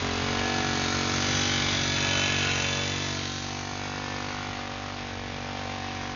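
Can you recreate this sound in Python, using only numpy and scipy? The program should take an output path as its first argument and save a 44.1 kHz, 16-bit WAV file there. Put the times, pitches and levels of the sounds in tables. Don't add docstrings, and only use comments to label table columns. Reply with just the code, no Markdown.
import sys
import numpy as np
from scipy import signal
from scipy.fft import rfft, irfft, next_fast_len
from scipy.io import wavfile
from scipy.ndimage import uniform_filter1d

SR = 44100
rng = np.random.default_rng(int(sys.argv[2]) if len(sys.argv) > 2 else 0)


def transcribe(signal):
    frames = np.atleast_2d(signal).T
    limited = np.clip(frames, -1, 1)
    pcm = np.round(limited * 32767).astype(np.int16)
    wavfile.write(sys.argv[1], SR, pcm)


N = 271215

# time in seconds, firing rate in Hz.
ENGINE_SPEED = [(0.0, 44.82), (0.05, 45.48), (0.2, 45.86), (0.49, 47.58), (0.67, 47.11), (0.79, 46.34),
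                (0.96, 46.6), (1.08, 47.02), (1.45, 48.1), (1.75, 46.7), (2.23, 47.44), (2.57, 46.3),
                (3.01, 48.27), (3.15, 47.07), (3.87, 48.93), (4.45, 49.09), (4.68, 47.86), (4.86, 48.86),
                (5.07, 47.43), (5.58, 48.17), (5.72, 47.63), (6.15, 47.24)]
# time in seconds, engine to microphone in metres, turn in degrees
WORKER_PATH = [(0, 0.86, -8.5), (.56, 0.89, 8.5), (1.1, 0.84, 28.5), (1.4, 0.72, 47), (1.85, 0.77, 64.5),
               (2.35, 0.74, 97.5), (2.8, 0.91, 75.5), (3.1, 0.97, 62.5), (3.35, 1.26, 43),
               (3.7, 1.61, 16.5), (4.2, 1.44, 6), (4.75, 1.82, -3), (5.3, 1.73, -8), (5.6, 1.63, -0.5),
               (6.15, 1.57, -2.5)]
PART_BEAMS = { "muffler": (-44, 1.5, 6.5, -6, 62), "tailpipe": (-55, 2.2, 12, -4.5, 59.5),
              "outlet": (-60.5, 0.75, 18.5, 12, 34.5), "pop": (-58.5, 0.9, 13.5, 5, 31.5),
              "shaft": (-51, 1.5, 3, 5, 12.5), "crankcase": (-57.5, 3.5, 6, 87, 13),
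              "panels": (-38, 1.26, 3, 4, 8.5), "block": (-51.5, 2.5, 14, 20, 23.5),
              "cover": (-50.5, 2, 16.5, 89, 21.5), "housing": (-53.5, 2.5, 13, 73.5, 31),
              "valves": (-47.5, 1.45, 12.5, 42, 48), "gears": (-52, 1, 8.5, 7, 5.5)}

SHAKE_BEAMS = [(-50.5, 0.68, 7.5, -19, 21), (-39, 1.05, 5, -16, 5.9), (-40, 1.1, -5, -14, 25)]
# time in seconds, level in dB.
RUMBLE_LEVEL = [(0, -47), (.3, -40), (.55, -44), (.95, -43), (1.4, -41), (1.85, -42), (2.2, -44),
                (2.6, -46), (3.1, -52), (3.6, -49), (4.1, -49), (4.6, -49), (4.85, -54.5), (5.2, -47.5),
                (6.15, -52)]
# frequency in Hz, relative level in dB.
RUMBLE_SPECTRUM = [(25, -33), (45, -6.5), (65, 1), (115, 4.5), (160, 3.5), (210, -7.5), (400, -39.5),
                   (900, -37)]
MUFFLER_SPECTRUM = [(133, -40), (190, -14.5), (237, 0.5), (285, -3.5), (335, -6), (385, -38), (520, -27.5),
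                    (728, -48.5)]
TAILPIPE_SPECTRUM = [(200, -50.5), (285, -33), (335, 1), (380, -1), (420, 1.5), (470, -3.5), (520, -21.5),
                     (565, -7), (615, -28), (670, -5), (800, -30.5), (1120, -67.5)]
OUTLET_SPECTRUM = [(434, -62), (620, -42), (675, -10), (715, -2.5), (762, 3), (785, -4.5), (815, -22.5),
                   (860, -12), (905, -5), (950, -4.5), (1000, -13), (1400, -27.5)]
POP_SPECTRUM = [(266, -53), (380, -34.5), (435, -12), (520, -0.5), (620, -30), (760, -0.5), (860, -15.5),
                (950, -13), (1100, -4.5), (1200, -9), (1400, -26), (1960, -47.5)]
CRANKCASE_SPECTRUM = [(133, -34), (190, -9.5), (285, -15), (380, -10), (470, -15), (530, -9.5), (580, -8),
                      (680, -9.5), (780, -16.5), (880, -2.5), (1050, -10), (1400, -14), (1960, -25.5)]
# time in seconds, extra gain in dB.
POP_LIFT = [(0, 0.5), (4.1, 2), (4.45, 1.5), (4.65, 2.5), (4.85, 4), (4.96, 0), (6.15, 0.5)]
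# time in seconds, centre in Hz,
# depth in dB.
EXHAUST_DIP = [(0, 338, 27), (.25, 349, 26), (.45, 364, 17), (1.1, 385.5, 6), (1.6, 390.4, 2.5),
               (2.6, 417, 0), (3.7, 374, 4.5), (4.4, 389.9, 13), (4.7, 359.8, 13), (6.15, 360.8, 15)]

# place as a share of the engine cycle, relative level in dB.
CYCLE_KNOCKS = [(.06, 5), (0.131, -16), (.37, -2), (.56, -4.5), (.78, -2), (.96, -8)]
# frequency in Hz, relative level in dB.
CLATTER_SPECTRUM = [(200, -19.5), (350, -4.5), (500, -2), (650, 1.5), (800, -2), (1000, -2.5), (1500, -6),
                    (2000, -1.5), (2500, -4), (3000, -7), (4200, -12.5), (7000, -31)]
VALVE_SPECTRUM = [(1500, -5.5), (3000, -1.5), (4000, 2), (4400, 4), (5000, 1.5), (5400, -2), (6000, 3.5),
                  (6750, -2), (7100, -12.5)]
# frequency in Hz, width in Hz, relative level in dB.
BLOCK_MODES = [(750, 100, -2.5), (930, 130, -7.5), (1359, 49, 7), (1434, 55, 10), (1710, 110, 1.5),
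               (1800, 110, -1), (2210, 170, -0.5), (2300, 70, -7)]
COVER_MODES = [(1495, 23, -1.5), (1702, 61, 3), (2538, 41, 5.5), (2645, 80, 7), (2750, 220, -7.5),
               (3048, 45, 10.5), (3820, 120, -2), (4080, 36, -9), (5230, 50, -5), (5720, 55, -0.5),
               (6126, 51, -0.5), (6600, 91, -6.5)]
HOUSING_MODES = [(2275, 90, 2.5), (3500, 69, 7), (3710, 81, -2), (3990, 46, -4.5), (4365, 45, -11.5),
                 (4820, 74, -6.5), (4850, 64, -6), (5770, 220, -6), (6130, 33, -13.5)]
TUBE_MODES = [(4697, 100, -1), (4840, 44, -2), (5070, 77, -4)]
# frequency in Hz, width in Hz, a beam as in PART_BEAMS.
SIDE_MODES = [(2083, 82, -61, 2.8, 12, -7.5, 9), (3105, 55, -62.5, 2.3, 18, 52, 7.3),
              (3334, 36, -54.5, 2.6, 9, 47.5, 18), (3500, 39, -59, 3.6, 8.8, 64, 8.3),
              (3860, 110, -54.5, 2.2, 7.8, 24.5, 12), (6110, 19, -57.5, 2.2, 9.3, 47, 5.9),
              (6360, 130, -59, 1.3, 9.1, 19, 13)]

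GEAR_WHINES = [(31, -53, 2.0, 8.6, 90, 16), (36, -55, 1.6, 2.3, 72, 34), (49, -56.5, 3.0, 9.5, 86, 24),
               (54, -55.5, 1.0, 16, 110, 22)]
# time in seconds, level at the microphone in dB.
DIG_LEVEL = [(0, -37), (1.5, -35.5), (2.5, -34.5), (3.2, -43), (3.7, -43.5), (4.2, -41), (4.7, -40.5),
             (5.2, -43.5), (5.6, -41), (6.15, -42)]
# frequency in Hz, relative level in dB.
GRIT_SPECTRUM = [(100, -0.5), (400, -8.5), (900, -2), (1500, 1.5), (2400, -0.5), (3300, -1.5), (4700, -8),
                 (5500, -8.5), (7000, -28.5)]


def undb(db):
    return 10 ** (np.asarray(db) / 20)


def unit(x):
    return x / np.sqrt(np.mean(x ** 2))


def curves(table):
    seconds, *columns = np.transpose(table)
    return [np.interp(np.arange(N) / SR, seconds, column) for column in columns]


def noise():
    return rng.standard_normal(N)


def wander(rate_hz):
    hold = int(SR / rate_hz)
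    steps = noise()[np.arange(N) // hold]
    return unit(uniform_filter1d(uniform_filter1d(steps, hold), hold))


def response(spectrum, f):
    hz, db = np.transpose(spectrum)
    return undb(np.interp(np.log(f), np.log(hz), db))


def colour(x, spectrum):
    size = next_fast_len(N)
    f = np.maximum(np.fft.rfftfreq(size, 1 / SR), 1)
    return unit(irfft(rfft(x, size) * response(spectrum, f), size)[:N])


def beam_gain(beam, metres, turn):
    db, falloff, on_axis_db, direction, width = beam
    return undb(db + on_axis_db * np.exp(-((turn - direction) / width) ** 2)) / metres ** falloff


def frame_shake(cycles, metres, turn):
    rumble_db, = curves(RUMBLE_LEVEL)
    out = undb(rumble_db) * colour(noise(), RUMBLE_SPECTRUM)
    for order, beam in enumerate(SHAKE_BEAMS, start=1):
        shake = np.sqrt(2) * np.cos(2 * np.pi * order * (cycles + 0.084))
        out += beam_gain(beam, metres, turn) * shake
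    return out


def puff_spectrum(gains, lean):
    cepstrum = irfft(np.log(gains))
    n = np.arange(len(cepstrum))
    time_sign = np.sign(n) * np.sign(len(n) / 2 - n)
    return np.exp(rfft(cepstrum * (1 + lean * time_sign)))


def exhaust(cycles, gain, size=4096):
    parts = {"muffler": MUFFLER_SPECTRUM, "tailpipe": TAILPIPE_SPECTRUM, "outlet": OUTLET_SPECTRUM,
             "pop": POP_SPECTRUM, "crankcase": CRANKCASE_SPECTRUM}
    bark_lag_s, bark_hz = 0.00291, 381
    chamber_hz, chamber_width_hz = 230, 94
    cycle_place, scatter_db, dip_width_hz = -0.0874, 0.31, 22.6
    f = np.maximum(np.fft.rfftfreq(size, 1 / SR), 1)
    shapes = {part: response(spectrum, f) for part, spectrum in parts.items()}
    dip_hz, dip_db = curves(EXHAUST_DIP)
    bark_delay = np.exp(-2j * np.pi * bark_lag_s * (f - bark_hz * np.arctan(f / bark_hz)))
    chamber_delay = np.exp(-2j * np.arctan(2 * (f - chamber_hz) / chamber_width_hz))
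    firings = np.interp(np.arange(1, cycles[-1]) + cycle_place, cycles, np.arange(N))
    strengths = undb(scatter_db * rng.standard_normal(N // 100)) * N / cycles[-1] / np.sqrt(2)
    out, middle = np.zeros(N + size), size // 2
    for at, strength in zip(firings, strengths):
        i = int(at)
        at_mic = np.sqrt(sum((gain[part][i] * shapes[part]) ** 2 for part in parts))
        dip = undb(-dip_db[i] * np.exp(-((f - dip_hz[i]) / dip_width_hz) ** 2))
        timing = np.exp(-2j * np.pi * f * (middle + at % 1) / SR)
        puff = puff_spectrum(at_mic * dip, lean=0.39)
        out[i:i + size] += strength * irfft(puff * timing * bark_delay * chamber_delay, size)
    return signal.sosfilt(signal.butter(4, 1600, fs=SR, output="sos"), out[middle:middle + N])


def strikes(cycles, place, scatter_db, jitter_s):
    at = np.interp(np.arange(int(cycles[-1])) + place, cycles, np.arange(N))
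    stronger, later = rng.standard_normal((N // 100, 2))[:len(at)].T
    at = np.clip(at + later * jitter_s * SR, 0, N - 2)
    strength = undb(scatter_db * stronger)
    first, share = at.astype(int), at % 1
    return np.bincount(first, strength * (1 - share), N) + np.bincount(first + 1, strength * share, N)


def tail(x, seconds):
    return signal.lfilter([1], [1, -np.exp(-1 / (seconds * SR))], x)


def panels(knocks, decay_s, rise_s=0.0008, count=6):
    t = np.arange(SR // 20) / SR
    rings = rng.standard_normal((count, len(t))) * np.exp(-t / decay_s) * (1 - np.exp(-t / rise_s))
    blend = np.array([wander(rate_hz=3.468) for _ in range(count)])
    blend /= np.sqrt(np.sum(blend ** 2, axis=0))
    return unit(sum(share * signal.oaconvolve(knocks, h)[:N] for share, h in zip(blend, rings)))


def ring(x, modes):
    return unit(sum(undb(db) * signal.lfilter(*signal.iirpeak(hz, hz / width, fs=SR), x)
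                    for hz, width, db in modes))


def valves_and_piston(cycles, metres, turn, gain):
    knocks = sum(undb(db) * strikes(cycles, place, scatter_db=0.5, jitter_s=0.000025)
                 for place, db in CYCLE_KNOCKS)
    chatter = unit(tail(tail(knocks, seconds=0.0028), seconds=0.00089))
    slaps = strikes(cycles, place=0.14, scatter_db=1.5, jitter_s=0.00021)
    slap = unit(tail(slaps, seconds=0.0017) * noise())
    blows = unit(knocks) + 0.88 * chatter * noise() + 0.3 * noise()
    rattle = panels(knocks, decay_s=0.016) + 0.37 * slap + 0.36 * (chatter + 0.14) * noise()
    ticks = panels(knocks, decay_s=0.012) + 0.35 * slap + 0.38 * (chatter + 1.3) * noise()
    clatter = gain["panels"] * colour(rattle, CLATTER_SPECTRUM)
    valves = gain["valves"] * colour(ticks, VALVE_SPECTRUM)
    block = gain["block"] * ring(blows, BLOCK_MODES)
    cover = gain["cover"] * ring(blows, COVER_MODES)
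    housing = gain["housing"] * ring(blows, HOUSING_MODES)
    tube = gain["shaft"] * ring(blows, TUBE_MODES)
    sides = sum(beam_gain(beam, metres, turn) * ring(blows, [(hz, width, 0)])
                for hz, width, *beam in SIDE_MODES)
    return clatter + valves + block + cover + housing + tube + sides


def gear_whine(cycles, order):
    level = undb(2.2 * wander(rate_hz=13))
    return level * np.sin(2 * np.pi * order * cycles + 0.72 * wander(rate_hz=60))


def tiller(impacts_per_s=5000):
    dig_db, = curves(DIG_LEVEL)
    impacts = (rng.random(N) < impacts_per_s / SR) * noise()
    impacts *= undb(0.62 * np.minimum(rng.exponential(size=N), 4))
    return undb(dig_db + 0.71 * wander(rate_hz=25)) * colour(impacts, GRIT_SPECTRUM)


def scene():
    firing_hz, = curves(ENGINE_SPEED)
    cycles = np.cumsum(firing_hz * (1 + 0.00096 * wander(rate_hz=20))) / SR
    metres, turn = curves(WORKER_PATH)
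    gain = {part: beam_gain(beam, metres, turn) for part, beam in PART_BEAMS.items()}
    gain["pop"] *= undb(curves(POP_LIFT)[0])
    engine = frame_shake(cycles, metres, turn) + exhaust(cycles, gain)
    engine += valves_and_piston(cycles, metres, turn, gain)
    whine = gain["gears"] * gear_whine(cycles, order=36)
    for order, *beam in GEAR_WHINES:
        whine += beam_gain(beam, metres, turn) * gear_whine(cycles, order)
    return (engine + whine + tiller())[None]


def record(dry):
    low_cut_hz, ceiling, top_hz = 33, 0.25, 6950
    trimmed = signal.sosfilt(signal.butter(4, low_cut_hz, "high", fs=SR, output="sos"), dry)
    rounded = ceiling * np.tanh(trimmed / ceiling)
    return signal.sosfilt(signal.ellip(12, 0.2, 75, top_hz, fs=SR, output="sos"), rounded)


dry = scene()
out = record(dry)
transcribe(out)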